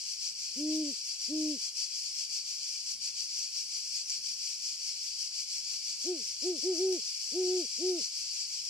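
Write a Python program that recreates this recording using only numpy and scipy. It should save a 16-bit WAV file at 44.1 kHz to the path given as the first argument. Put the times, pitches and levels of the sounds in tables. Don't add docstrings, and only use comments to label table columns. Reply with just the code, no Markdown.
import sys
import numpy as np
from scipy import signal
from scipy.fft import rfft, irfft, next_fast_len
from scipy.io import wavfile
from scipy.ndimage import uniform_filter1d

SR = 44100
rng = np.random.default_rng(int(sys.argv[2]) if len(sys.argv) > 2 else 0)


def digitize_waveform(pressure):
    field = np.atleast_2d(pressure).T
    bounded = np.clip(field, -1, 1)
    quanta = np.round(bounded * 32767).astype(np.int16)
    wavfile.write(sys.argv[1], SR, quanta)


def nominal_scale(level):
    x = np.asarray(level, float) / 20
    return 10 ** x


N = 383229


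# start_s, pitch_hz
DEEP_HOOTS = [
    [(.55, 176), (.579, 265), (.616, 297), (.67, 306), (.76, 311), (.816, 310), (.845, 294.5), (.895, 281),
     (.95, 150)],
    [(1.272, 172), (1.308, 285), (1.334, 308), (1.36, 310), (1.47, 305), (1.509, 300), (1.538, 284),
     (1.557, 253), (1.593, 145)],
]
# strength_db, growth_db (start to end), swell_db (middle)
DEEP_LEVELS = [
    (-0.2, -1, 2.5),
    (-0.5, .8, 2.5),
]
# pitch_hz, fundamental_db, second_harmonic_db
DEEP_THROAT = [(150, -64, -52), (200, -55, -59.5), (260, -42.5, -56), (285, -37.5, -53.5),
               (299, -34, -53.5), (308, -32, -52.5), (314, -32.5, -53.5)]
# multiple, level_db (against the second harmonic)
DEEP_OVERTONES = [(3, -24.5), (4, -32)]
# start_s, pitch_hz
MATE_HOOTS = [
    [(6.035, 200), (6.053, 268), (6.072, 341), (6.087, 360), (6.114, 366), (6.149, 329), (6.195, 245),
     (6.245, 155)],
    [(6.413, 180), (6.437, 291), (6.455, 347), (6.475, 366), (6.499, 368), (6.52, 353), (6.558, 297),
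     (6.612, 146)],
    [(6.618, 161), (6.641, 311), (6.653, 347), (6.672, 369), (6.694, 377), (6.725, 364), (6.755, 319),
     (6.765, 314)],
    [(6.765, 314), (6.775, 319), (6.807, 365), (6.845, 380), (6.905, 374), (6.938, 362), (6.967, 323),
     (6.991, 222), (7.012, 180)],
    [(7.311, 170), (7.344, 308), (7.368, 357), (7.404, 372), (7.459, 362), (7.55, 368), (7.597, 355),
     (7.636, 278), (7.669, 163)],
    [(7.775, 180), (7.803, 288), (7.828, 349), (7.855, 366), (7.888, 371), (7.959, 342), (7.986, 309),
     (8.021, 188), (8.042, 170)],
]
# strength_db, growth_db, swell_db
MATE_LEVELS = [
    (-1.6, -.3, .3),
    (-0.49, -.3, .3),
    (0, .3, .3),
    (0.19, -0.33, .3),
    (0.13, .3, .3),
    (0.24, .3, .3),
]
# pitch_hz, fundamental_db, second_harmonic_db
MATE_THROAT = [(150, -68.5, -68), (218, -55, -54.5), (262, -51, -56), (307, -43, -55.5),
               (345, -35.5, -56.5), (363.4, -31, -56), (380, -28.5, -60)]
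# multiple, level_db
MATE_OVERTONES = [(3, -27), (4, -18.5)]


def owls():
    breath = nominal_scale(-39.5) * wander(200)
    flutter_db = 1.2 * wander(20)
    deep = owl(DEEP_HOOTS, DEEP_LEVELS, DEEP_THROAT, DEEP_OVERTONES, breath, flutter_db)
    mate = owl(MATE_HOOTS, MATE_LEVELS, MATE_THROAT, MATE_OVERTONES, breath, flutter_db)
    return deep + mate


def owl(hoots, levels, throat, overtones, breath, flutter_db):
    voice_hz, fade_s = 250, 0.013
    t, hz, gain = np.arange(N) / SR, np.zeros(N), np.zeros(N)
    for hoot, (db, growth_db, swell_db) in zip(hoots, levels):
        (start, first_hz), (end, last_hz) = hoot[0], hoot[-1]
        on = slice(int(start * SR), int(end * SR))
        hz[on] = glide(hoot, t[on])[0]
        since_start = t[on] - start + (first_hz > voice_hz)
        until_end = end - t[on] + (last_hz > voice_hz)
        fade = np.clip(np.minimum(since_start, until_end) / fade_s, 0, 1) ** 2
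        along = 2 * (t[on] - start) / (end - start) - 1
        gain[on] = nominal_scale(db + growth_db * along / 2 - swell_db * along ** 2) * fade
    gain = uniform_filter1d(gain, size=300)
    phase = 2 * np.pi * np.cumsum(hz) / SR
    first_db = uniform_filter1d(track(throat, hz, column=1), size=400)
    second_db = uniform_filter1d(track(throat, hz, column=2), size=400)
    fundamental = (1 + breath) * np.sin(phase)
    effort_db = 0.45 * (first_db - first_db.max()) + 1.2 * flutter_db
    upper = sum(nominal_scale(db + effort_db) * np.cos(k * phase) for k, db in overtones)
    harmonics = upper - np.cos(2 * phase)
    return np.sqrt(2) * gain * (nominal_scale(first_db) * fundamental + nominal_scale(second_db + flutter_db) * harmonics)


def glide(table, t):
    s, *columns = np.array(table, float).T
    k = np.clip(np.searchsorted(s, t) - 1, 0, len(s) - 2)
    span = np.diff(s)[k]
    u = (t - s[k]) / span
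    out = []
    for v in columns:
        slope = np.diff(v) / np.diff(s)
        before, after = np.r_[slope[0], slope], np.r_[slope, slope[-1]]
        tangent = 2 * np.maximum(before * after, 0) / (before + after + 1e-9)
        bend = (1 - u) * (tangent[k] - slope[k]) - u * (tangent[k + 1] - slope[k])
        out.append(v[k] + span * u * (slope[k] + (1 - u) * bend))
    return out


# throbs_per_s, first_peak_s, depth (0-1)
NEAR_SINGERS = [(3.8, 0.22, 0.07), (4.26, 0.017, 0.083), (4.5, 0.012, 0.09), (5.2, 0.11, 0.11),
                (5.48, 0.12, 0.058), (5.64, 0.056, 0.24), (6.32, 0.005, 0.062), (6.44, 0.11, 0.06),
                (7.12, 0.11, 0.082), (7.24, 0.14, 0.22), (7.4, 0.073, 0.14), (7.72, 0.094, 0.086)]
# freq_hz, left_db, right_db
NEAR_TINT = [(1000, 0, -1.5), (2160, -2, -5.5), (4400, 2, -4.5), (5980, -1.5, -5.5), (6970, 2, 2.5),
             (9650, -10.5, -2.5), (13000, -7.5, -6.5), (15000, -20.5, -9)]


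def near_insects():
    rasp = strokes(217, ring_ms=1.0, drift=0.025, scatter_db=-1.5, blur=6.6, count=2)
    throb = throbs(NEAR_SINGERS, column=1, depth=1.2, sharp=0.53, uneven_db=0.59)
    return insects(NEAR_TINT, rasp * throb)


# throbs_per_s, first_peak_s, depth (0-1)
SHRILL_SINGERS = [(4.22, 0.1, 0.13), (4.56, 0.099, 0.11), (4.98, 0.021, 0.13), (5.2, 0.067, 0.18),
                  (5.5, 0.14, 0.22), (5.64, 0.046, 0.42), (5.88, 0.132, 0.16), (6.02, 0.085, 0.24),
                  (6.26, 0.116, 0.1), (6.46, 0.125, 0.25), (6.82, 0.005, 0.2), (7.04, 0.1, 0.14)]
# freq_hz, left_db, right_db
SHRILL_TINT = [(1000, -11, -5.5), (2000, -3, -13), (4140, -8.5, -14), (6000, -0.5, -6), (9500, -10, -5),
               (12000, -7.5, -4), (15000, -4, -1)]


def shrill_insects():
    rasp = strokes(220, ring_ms=0.99, drift=0.025, scatter_db=4.5, blur=2.9, count=2)
    throb = throbs(SHRILL_SINGERS, column=2, depth=1.14, sharp=0.68, uneven_db=0.76)
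    return insects(SHRILL_TINT, rasp * throb)


# freq_hz, left_db, right_db
FAR_TINT = [(1000, 0.5, -6), (2000, -8.5, -4.5), (3770, -6.5, -9), (7000, -8, -8.5), (10500, -5, -6),
            (15000, -11.5, -13.5)]


def far_insects():
    return insects(FAR_TINT, np.ones(N))


def strokes(stroke_hz, ring_ms, drift, scatter_db, blur, count):
    power = np.zeros(N)
    for _ in range(count):
        cycles = rng.random() + np.cumsum(stroke_hz * (1 + drift * wander(8))) / SR
        sizes = nominal_scale(scatter_db * rng.standard_normal(N // 50))[cycles.astype(int)]
        ring = np.exp(-(cycles % 1) / (ring_ms * stroke_hz / 1000))
        power += (sizes * ring) ** 2
    return unit(np.sqrt(power / power.mean() + blur))


# start_s, near_power (ratio), shrill_power (ratio)
CHORUS_SWELL = [(0, 0.66, 0.81), (.8, 0.73, .78), (1.6, 0.84, 1), (2.6, 0.8, 0.79), (3.4, 0.76, 1.0),
                (4.2, 0.84, 1.2), (4.9, 0.7, .9), (5.6, 0.91, 0.71), (6.4, 0.83, 0.92), (7.3, 1.0, 1.16),
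                (8.1, 1, 1), (8.7, 0.85, .64)]


def throbs(singers, column, depth, sharp, uneven_db):
    t = np.arange(0, N + 100, 100) / SR
    rate, first, share = np.array(singers, float).T[:, :, None]
    beats = np.sum(share * np.cos(2 * np.pi * rate * (t - first)), axis=0)
    power = track(CHORUS_SWELL, t, column) + depth * beats
    loud = np.logaddexp(0, 8 * power) / 8
    return np.interp(np.arange(N) / SR, t, loud ** sharp) * nominal_scale(uneven_db * wander(5))


# freq_hz, level_db (per Hz)
SONG_COLOUR = [(1000, -37.5), (1850, -33.5), (2350, -15.5), (3200, -16), (3750, -21), (4600, -1.5),
               (5800, -2), (6150, -8.5), (7900, -13), (8600, -17), (9300, -18), (9700, -22), (11500, -26),
               (14200, -38.5)]
# freq_hz, width_hz, level_db
WING_RESONANCES = [(2314, 63, 1), (4626, 59, 5), (5370, 350, 1.5), (5660, 45, 1), (7900, 170, 3),
                   (7440, 200, 0.5), (9600, 200, -4.5), (11000, 600, 2), (13600, 350, 5.5), (3900, 200, -2)]
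# freq_hz, likeness (0-1), left_lag (radians)
MICROPHONES = [(500, 0.47, 0.74), (650, 0.62, 0.13), (2000, 0.21, 0.13), (3700, 0.31, 0.94),
               (4800, 0.21, 0.77), (5900, 0.7, 1.7), (8950, 0.43, 1.3), (9150, 0.3, .7),
               (12000, 0.6, 0.082), (15000, .6, 0.56)]


def insects(tint, envelope):
    common, *scattered = envelope * rng.standard_normal((3, N))
    alike = lambda hz: np.clip(track(MICROPHONES, hz), 0, 1)
    floor = lambda hz: 1 / (1 + (543 / hz) ** 5)
    peak = lambda hz, centre, width: 1 / (1 + (2 * (hz - centre) / width) ** 2)
    wings = lambda hz: nominal_scale(sum(db * peak(hz, centre, width) for centre, width, db in WING_RESONANCES))
    out = np.empty((2, N))
    for c in range(2):
        gain = lambda hz: colour(SONG_COLOUR, hz) * colour(tint, hz, column=c + 1) * floor(hz) * wings(hz)
        lag = lambda hz: np.exp((2 * c - 1) * 0.5j * track(MICROPHONES, hz, column=2))
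        out[c] = shape(common, lambda hz: gain(hz) * np.sqrt(alike(hz)) * lag(hz))
        out[c] += shape(scattered[c], lambda hz: gain(hz) * np.sqrt(1 - alike(hz)))
    return out


# start_s, level_db
HUM_SWELL = [(0, -81), (.8, -82), (1.6, -87.5), (2.3, -88), (2.6, -90), (3.0, -79), (3.6, -89), (4.3, -79),
             (4.55, -96), (5.0, -80.5), (5.6, -85), (5.85, -88.5), (6.4, -77.5), (6.9, -92), (7.3, -80),
             (7.85, -84), (8.3, -86), (8.69, -77)]
# start_s, pitch_hz, level_db
WHINE_PATH = [(0, 212, -88), (1.7, 216.3, -85.5), (2.6, 211, -85), (3.5, 208.6, -83), (4.2, 209.6, -85.5),
              (4.5, 200.6, -87), (5.9, 196.8, -85), (7, 200, -88), (8.2, 226.7, -85), (8.69, 213, -97)]


def far_motor():
    t = np.arange(N) / SR
    hum = nominal_scale(track(HUM_SWELL, t)) * np.sin(2 * np.pi * 105 * t)
    whine_hz = track(WHINE_PATH, t) + 2.6 * wander(6.16)
    whine_db = track(WHINE_PATH, t, column=2) + 3.2 * wander(5)
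    whine = nominal_scale(whine_db) * np.sin(2 * np.pi * np.cumsum(whine_hz) / SR)
    return np.sqrt(2) * (hum + whine)


# freq_hz, level_db (per Hz)
AIR_COLOUR = [(15, -8.5), (30, -9), (80, -3), (150, -3.5), (330, -3.5), (520, -8.5), (620, -8),
              (1000, -15.5)]
# freq_hz, width_hz, level_db
DRONE_BANDS = [(233, 8.7, -95), (246, 6, -92), (60, 3.7, -94.5), (477, 44, -87.5), (121, 8, -94)]


def night_air():
    air = nominal_scale(-75) * unit(shape(rng.standard_normal(N), lambda hz: colour(AIR_COLOUR, hz)))
    for centre, width, db in DRONE_BANDS:
        band = shape(rng.standard_normal(N), lambda hz: 1 / (1 + (2 * (hz - centre) / width) ** 2))
        air += nominal_scale(db) * unit(band)
    return air


def track(table, x, column=1):
    rows = np.array(table, float)
    return np.interp(x, rows[:, 0], rows[:, column])


def shape(x, gain):
    size = next_fast_len(N)
    hz = np.arange(size // 2 + 1) * SR / size + 0.00068
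    return irfft(rfft(x, size) * gain(hz), size)[..., :N]


def colour(table, hz, column=1):
    rows = np.array(table, float)
    return nominal_scale(np.interp(np.log(hz), np.log(rows[:, 0]), rows[:, column]))


def unit(x):
    return x / np.sqrt(np.mean(x ** 2))


def wander(hz):
    return unit(shape(rng.standard_normal(N), lambda f: 1 / (1 + (f / hz) ** 2)))


def scene():
    song = near_insects() + shrill_insects() + far_insects()
    return nominal_scale(-36.5) * unit(song) + owls() + far_motor() + night_air()


# freq_hz, share (0-1)
DROPPED_PATCHES = [(300, 0), (500, .05), (1800, .08), (2050, .18), (2250, 0), (3550, 0), (3800, .2),
                   (4100, 0), (11000, 0), (12000, .08), (13000, .33), (14200, .48), (14600, .68),
                   (15200, .78)]


def thin_patches(x, patchy_db, masked_db, size=2048, count=7):
    frames = dict(nperseg=size, noverlap=size // 2, window="cosine")
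    hz, _, cells = signal.stft(x, SR, **frames)
    power = uniform_filter1d(np.abs(cells.mean(axis=0)) ** 2, count, axis=0)[count // 2::count]
    centre = hz[count // 2::count, None]
    chance = rng.standard_normal((2,) + power.shape)
    held = chance[0] + np.roll(chance[0], 1, axis=1)
    rank = held.argsort(axis=1).argsort(axis=1) / held.shape[1]
    quiet = power < 4 * np.median(power, axis=1, keepdims=True)
    masked = quiet & (rank < 0.75)
    masked &= power < nominal_scale(masked_db) ** 2 * np.roll(power, 1, axis=0)
    keep = ~((quiet & (rank < track(DROPPED_PATCHES, centre))) | masked)
    gain = keep * nominal_scale(patchy_db * chance[1] * quiet)
    rows = np.minimum(np.arange(len(hz)) // count, len(power) - 1)
    return signal.istft(cells * gain[rows], SR, **frames)[1][:, :N]


def top_cut(x):
    return signal.sosfilt(signal.butter(12, 15620, fs=SR, output="sos"), x)


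def record(dry):
    topped = shape(dry, lambda hz: hz < 15140)
    mix = thin_patches(topped, patchy_db=1.7, masked_db=-18)
    return top_cut(mix)


dry = scene()
out = record(dry)
digitize_waveform(out)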